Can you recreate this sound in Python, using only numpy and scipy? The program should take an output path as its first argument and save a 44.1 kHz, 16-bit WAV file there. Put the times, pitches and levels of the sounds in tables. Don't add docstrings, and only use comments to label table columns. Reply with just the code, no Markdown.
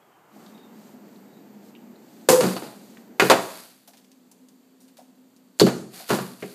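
import sys
import numpy as np
from scipy import signal
from scipy.fft import rfft, irfft, next_fast_len
from scipy.io import wavfile
from scipy.ndimage import uniform_filter1d

SR = 44100
rng = np.random.default_rng(int(sys.argv[2]) if len(sys.argv) > 2 else 0)


def inscribe(sig):
    pcm = np.round(np.clip(np.atleast_2d(sig).T, -1, 1) * 32767)
    wavfile.write(sys.argv[1], SR, pcm.astype(np.int16))


N = 288810


def amp(db):
    return 10 ** (np.asarray(db) / 20)


def unit(x):
    return x / np.sqrt(np.mean(x ** 2) + 1e-20)


def along(points, hz):
    point_hz, values = np.transpose(points)
    return np.interp(np.log(hz + 1), np.log(point_hz + 1), values)


def peaks(modes, hz):
    return 1 + sum(amp(db) / (1 + (2 * (hz - centre) / width) ** 2) for centre, width, db in modes)


def resonance(hz, centre_hz, q):
    detune = (hz + 1) / centre_hz - centre_hz / (hz + 1)
    return (1 + (q * detune) ** 2) ** -.65


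def coloured(x, gain):
    m = 2 * next_fast_len((len(x) + SR // 4) // 2)
    log_gain = np.log(np.maximum(gain(np.fft.rfftfreq(m, 1 / SR)), 1e-6))
    cepstrum = irfft(log_gain, m)
    cepstrum[1:m // 2] *= 2
    cepstrum[m // 2 + 1:] = 0
    response = np.exp(rfft(cepstrum))
    return irfft(rfft(x, m) * response, m)[:len(x)]


def add(track, start_s, sound):
    part = track[round(start_s * SR):][:len(sound)]
    part += sound[:len(part)]


def stretch(start_s, end_s, db, rise_db_per_s, fall_db_per_s):
    t = np.arange(N) / SR
    rise_db = abs(rise_db_per_s) * np.maximum(start_s - t, 0)
    fall_db = abs(fall_db_per_s) * np.maximum(t - end_s, 0)
    return amp(db - rise_db - fall_db)


def in_room(x, wet_db):
    # frequency in Hz, t60 in s.
    room_t60 = [(100, 0.78), (300, .5), (1000, 0.54), (4500, 0.47), (9000, 0.73), (15000, .48)]
    hz, t, z = signal.stft(rng.standard_normal(SR), SR, nperseg=256)
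    decay = amp(-60 * t / along(room_t60, hz)[:, None])
    tail = signal.istft(z * decay, SR, nperseg=256)[1]
    tail = np.pad(tail / np.linalg.norm(tail), (round(.005 * SR), 0))
    return x + amp(wet_db) * signal.fftconvolve(x, tail)[:len(x)]


def ring(modes, attack_s):
    t = np.arange(SR) / SR
    tone = np.zeros(SR)
    for hz, db, t60_s in modes:
        envelope = amp(db + rng.normal(0, .5) - 60 * t / t60_s)
        tone += envelope * np.sin(2 * np.pi * hz * t)
    return tone * (1 - np.exp(-t / attack_s))


def burst(t60_s, spike_db, grain_db):
    t = np.arange(SR) / SR
    clumps = unit(amp(grain_db * unit(uniform_filter1d(rng.standard_normal(SR), size=40))))
    chatter = rng.standard_normal(SR) * clumps * amp(-60 * t / t60_s)
    chatter[0] += amp(spike_db)
    return chatter


def tick(centre_hz, octaves, t60_s):
    band = lambda hz: 1 / (1 + (np.log2((hz + 1) / centre_hz) / octaves) ** 2) ** 2
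    sound = coloured(burst(t60_s, spike_db=16, grain_db=-2.0), band)
    first_10_ms = sound[:SR // 100]
    return in_room(sound / first_10_ms.std(), wet_db=-8.0)


def hiss():
    # frequency in Hz, relative density in dB.
    hiss_shape = [(100, -11), (200, 7.5), (600, 4.5), (2000, -2.5), (4600, -1), (5400, -4.5), (7400, 0.5),
                  (10200, -7), (13500, 2.5), (15500, -8)]
    level_db = -68
    return amp(level_db) * unit(coloured(rng.standard_normal(N), lambda hz: amp(along(hiss_shape, hz))))


def background():
    # frequency in Hz, relative density in dB.
    outdoor_air = [(35, -41.5), (60, -24), (145, -10), (385, -7.5), (433, -6), (533, -12), (705, -5),
                   (1170, -8), (2050, -18), (3190, -23), (3760, -37.5), (15500, -35)]
    kitchen_air = [(35, -63), (60, -35.5), (130, -17), (220, -2), (413, -9), (546, -14), (869, -16.5),
                   (1070, -23), (2150, -27.5), (3400, -35), (5200, -37.5), (7400, -33), (10200, -45),
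                   (13800, -28), (15500, -44.5)]
    stairwell_air = [(35, -67), (60, -53), (107, -25), (156, -21), (200, -9.5), (255, -10.5), (330, -15.5),
                     (464, -14.5), (600, -20), (1150, -27), (2400, -33.5), (4500, -35.5), (5400, -42),
                     (7400, -33), (10200, -42.5), (13500, -36), (15500, -47.5)]
    # frequency in Hz, width in Hz, gain in dB.
    kitchen_peaks = [(206, 14, 3.5), (244, 18, -3.5), (4600, 400, 2)]
    stairwell_peaks = [(256.3, 16, 13.5), (185, 14, 3), (4600, 480, 2)]
    KITCHEN_FROM_S = .342
    # fade-in ends in s, fade-out starts in s, level in dB, fade-in and fade-out in dB per s.
    in_yard = (1.05, 0.47, -54, 5.5, 17)
    in_kitchen = (KITCHEN_FROM_S, 3.43, -49.5, 500, 54)
    in_stairwell = (4, 7, -58, 29.5, 200)
    places = [(in_yard, outdoor_air, []),
              (in_kitchen, kitchen_air, kitchen_peaks),
              (in_stairwell, stairwell_air, stairwell_peaks)]
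    out = np.zeros(N)
    for stay, air, resonances in places:
        colour = lambda hz: amp(along(air, hz)) * peaks(resonances, hz)
        out += stretch(*stay) * unit(coloured(rng.standard_normal(N), colour))
    return out


def chirps():
    # start in s, length in s, pitch at mid-length before waver in Hz, level in dB.
    chirp_rows = [(.01, 0.029, 3310, -66), (0.116, 0.064, 3090, -69), (0.485, 0.24, 3700, -64),
                  (1.259, 0.15, 3800, -65)]
    flutter_db = 5
    waver_share, bend_share = 0.022, 0.014
    out = np.zeros(N)
    for start_s, length_s, hz, db in chirp_rows:
        u = np.linspace(0, 1, round(length_s * SR))
        waver = waver_share * unit(uniform_filter1d(rng.standard_normal(len(u)), size=200))
        flutter = unit(amp(flutter_db * unit(uniform_filter1d(rng.standard_normal(len(u)), size=600))))
        arch = np.sin(np.pi * u)
        pitch_hz = hz * (1 + waver + bend_share * (arch - 1))
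        whistle = np.sin(2 * np.pi * np.cumsum(pitch_hz) / SR)
        add(out, start_s, amp(db) * arch * flutter * whistle)
    return in_room(out, wet_db=-5)


def rustle():
    # middle in s, length in s, peak level in dB.
    brushes = [(0.452, 0.35, -61), (.85, .3, -60.5), (1.138, 0.28, -66), (1.67, 0.13, -61), (2.2, .5, -61),
               (2.887, 0.42, -58.5)]
    # frequency in Hz, relative density in dB.
    cloth_shape = [(500, -11), (2000, -5), (4500, 2), (5200, -2), (7500, 1), (10000, -6), (13500, -0.5),
                   (15500, -11)]
    t = np.arange(N) / SR
    swells = np.zeros(N)
    for middle_s, length_s, db in brushes:
        swells += amp(db) * np.cos(np.pi * np.clip((t - middle_s) / length_s, -.5, .5))
    return swells * unit(coloured(rng.standard_normal(N), lambda hz: amp(along(cloth_shape, hz))))


def handling():
    # start in s, level in dB, centre in Hz, width in octaves, t60 in s.
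    crackles = [(0.4628, -54.5, 3760, 0.75, 0.043), (.579, -60, 3400, .6, .04),
                (1.16, -63, 4080, 0.45, 0.037), (1.7513, -53.5, 2850, 0.61, .04),
                (1.761, -57.5, 2930, 0.46, 0.032), (1.9565, -62.5, 3970, 0.16, 0.035),
                (2.9711, -51, 1870, .89, 0.03), (3.8761, -46, 8100, 4.2, 0.12),
                (3.9348, -54.5, 2800, 2.1, 0.13), (3.972, -53.5, 3975, 3, 0.14),
                (4.045, -60, 4060, 1.5, .067), (4.1168, -56, 4490, 1.9, .06),
                (4.3152, -51.5, 7000, 1.6, .062), (4.486, -56, 6000, 1.8, 0.054),
                (4.8052, -56.5, 7050, 1.8, 0.27), (4.881, -58.5, 4000, 2.8, 0.12),
                (4.97, -52, 4400, 3.1, 0.24), (5.364, -60, 5520, 1.37, .06)]
    # start in s, level in dB.
    taps = [(3.877, -56.5), (3.936, -58.5), (4.316, -65), (4.983, -50), (6.0, -46)]
    tap_hz, tap_octaves, tap_t60_s = 725, 0.49, 0.14
    out = np.zeros(N)
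    for start_s, db, centre_hz, octaves, t60_s in crackles:
        add(out, start_s, amp(db) * tick(centre_hz, octaves, t60_s))
    for start_s, db in taps:
        add(out, start_s, amp(db) * tick(tap_hz, tap_octaves, tap_t60_s))
    return out


def liner():
    # start in s, length in s, level in dB, fall in dB per s.
    crinkle_swells = [(2.447, 0.038, -36, 72.5), (3.245, 0.017, -31, 130.5), (3.412, .18, -43.5, 85),
                      (5.611, 0.067, -48, 172), (5.943, .075, -42.5, 169), (6.095, .04, -35.5, 83),
                      (6.405, 0.15, -50, 60)]
    # frequency in Hz, relative density in dB.
    film_shape = [(290, -42.5), (500, -13.5), (737, -10.5), (997, -17.5), (1470, -10), (1820, -13.5),
                  (3100, -13.5), (4700, -7), (5200, -15), (13000, -11.5), (15500, -23)]
    rise_db_per_s = 559
    gains = [stretch(start_s, start_s + length_s, db, rise_db_per_s, fall_db_per_s)
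             for start_s, length_s, db, fall_db_per_s in crinkle_swells]
    envelope = np.linalg.norm(gains, axis=0)
    folds = amp(2.2 * unit(uniform_filter1d(rng.standard_normal(N), size=60)))
    crinkle = unit(coloured(folds * rng.standard_normal(N), lambda hz: amp(along(film_shape, hz))))
    return envelope * crinkle


def bin_thuds():
    # start in s, boom gain in dB, wall gain in dB.
    thuds = [(2.290, -31.5, -48), (2.408, -22, -24.5), (2.440, -19.5, -22), (3.218, -21, -24),
             (3.325, -29, -28.5), (5.6152, -10.5, -7), (6.105, -18, -19), (6.129, -30.5, -50),
             (6.185, -30, -37), (6.424, -35.5, -34.5)]
    # frequency in Hz, relative level in dB, t60 in s.
    boom_modes = [(136.3, -5.5, 0.22), (184.8, -1.85, 0.31), (211.9, 2, 0.18), (242.5, -3, 0.26)]
    # frequency in Hz, relative level in dB, t60 in s.
    wall_modes = [(329.8, -5, 0.24), (375, -5, 0.21), (412, 8, 0.078), (461, -12, 0.17), (533, -14.5, 0.37)]
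    out = np.zeros(N)
    for start_s, boom_db, wall_db in thuds:
        boom = amp(boom_db) * ring(boom_modes, attack_s=0.0089)
        wall = amp(wall_db) * ring(wall_modes, attack_s=0.0025)
        add(out, start_s, in_room(boom + wall, wet_db=-10))
    return out


def ringing_bottle():
    # frequency in Hz, relative level in dB, t60 in s.
    bottle_modes = [(511.6, -3.5, 1.3), (493, -5, 0.82), (445, -2, 0.18), (957, -18.5, 0.13),
                    (1030, -12.5, 0.32)]
    ring_s, bag_s, ring_db = 2.289, 2.405, -8
    catch_s, catch_db, smother_db_per_s = .011, -6.5, 130.5
    out = np.zeros(N)
    in_bag_s = np.maximum(np.arange(SR) / SR + ring_s - bag_s, 0)
    catch = catch_db * np.minimum(in_bag_s / catch_s, 1)
    smother = amp(catch - smother_db_per_s * in_bag_s)
    note = amp(ring_db) * ring(bottle_modes, attack_s=0.0055) * smother
    add(out, ring_s, in_room(note, wet_db=-15))
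    return out


def bottles():
    # start in s, body gain in dB, clack gain in dB, clack frequency in Hz,
    # snap gain in dB, crack gain in dB, chatter t60 in s.
    blows = [(2.2876, 6, -5, 975, -14.5, -10.5, 0.31), (2.4076, -2, -10.5, 1200, -18.5, -24, 0.15),
             (2.433, -4, -17.5, 1200, -27, -32.5, 0.42), (2.5655, -15, -12, 846, -24.5, -38.5, .08),
             (2.62, -20.5, -21.5, 670, -38.5, -51.5, 0.41), (3.1976, 2.5, 5, 1485, -11.5, -19, .093),
             (3.222, 4.5, -9, 947, -26, -30.5, 0.17), (3.2992, 6, 5.5, 1070, -5.5, -13.5, 0.11),
             (3.312, 4, 5, 768, -29, -30, 0.19), (5.590, -24, -36, 1603, -39, -33.5, 0.1155),
             (5.5980, 1.5, -5.5, 1110, -2.5, -13.5, 0.086), (5.613, 7, -20, 674, -12, -24.5, 0.053),
             (5.666, 2.5, -17.5, 1430, -36, -34, .16), (6.0922, -24, -12, 1064, -25, -30.5, 0.22),
             (6.1040, -0.5, -5, 1010, -28, -28.5, 0.223), (6.141, -9, -19, 1090, -26.5, -29, 0.15),
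             (6.187, -8, -18, 1010, -46, -41.5, 0.14), (6.4245, -10.5, -27, 1830, -53, -52, .11)]
    # frequency in Hz, relative level in dB, t60 in s.
    shell_modes = [(691, -18, 0.24), (758.3, -11, 0.1), (954, -19, 0.18), (1163, -13.5, 0.17),
                   (1428, -13.5, 0.17), (1820, -24, 0.44), (2175, -18, 0.14), (2500, -14, 0.15),
                   (2640, -17, 0.12), (2970, -12.5, 0.17), (4500, -7, 0.12), (4600, -13.5, 0.09),
                   (6374, -17, 0.12), (6900, -23.5, 0.18)]
    # frequency in Hz, width in Hz, gain in dB.
    colour_bands = [(2680, 660, -5.5), (4720, 150, -0.5), (6900, 1100, -4.5), (11800, 1000, -5)]
    base_body_hz, body_db_per_octave = 386, 60.5
    snap_hz, crack_hz = 4062, 7400
    out = np.zeros(N)
    for start_s, body_db, clack_db, clack_hz, snap_db, crack_db, t60_s in blows:
        body_hz = base_body_hz * 2 ** (body_db / body_db_per_octave)
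        parts = [(body_db, body_hz, 1.5), (clack_db, clack_hz, 1.7),
                 (snap_db, snap_hz, 3), (crack_db, crack_hz, 1.1)]

        def colour(hz):
            gains = [amp(db) * resonance(hz, centre_hz, q) for db, centre_hz, q in parts]
            return np.linalg.norm(gains, axis=0) * peaks(colour_bands, hz)

        chatter = amp(-1) * burst(t60_s, spike_db=10, grain_db=2.5)
        shell = amp(-11.5) * ring(shell_modes, attack_s=0.00074)
        add(out, start_s, in_room(coloured(chatter + shell, colour), wet_db=-9.5))
    return out


def scene():
    faint = hiss() + background() + chirps() + rustle() + handling()
    return (faint + liner() + bin_thuds() + ringing_bottle() + bottles())[None]


def record(dry):
    top_hz = 15450
    response = [(30, -6.0), (75, -7), (125, 2.0), (13500, -1.5), (15500, -3.5)]  # Hz, dB
    thin = coloured(dry[0], lambda hz: amp(along(response, hz)))
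    held = thin / (1 + np.abs(thin) ** 6) ** (1 / 6)
    m = next_fast_len(N + SR // 4)
    band_limit = np.clip((top_hz - np.fft.rfftfreq(m, 1 / SR)) / 300 + .5, 0, 1)
    return irfft(rfft(held, m) * band_limit, m)[None, :N]


dry = scene()
out = record(dry)
inscribe(out)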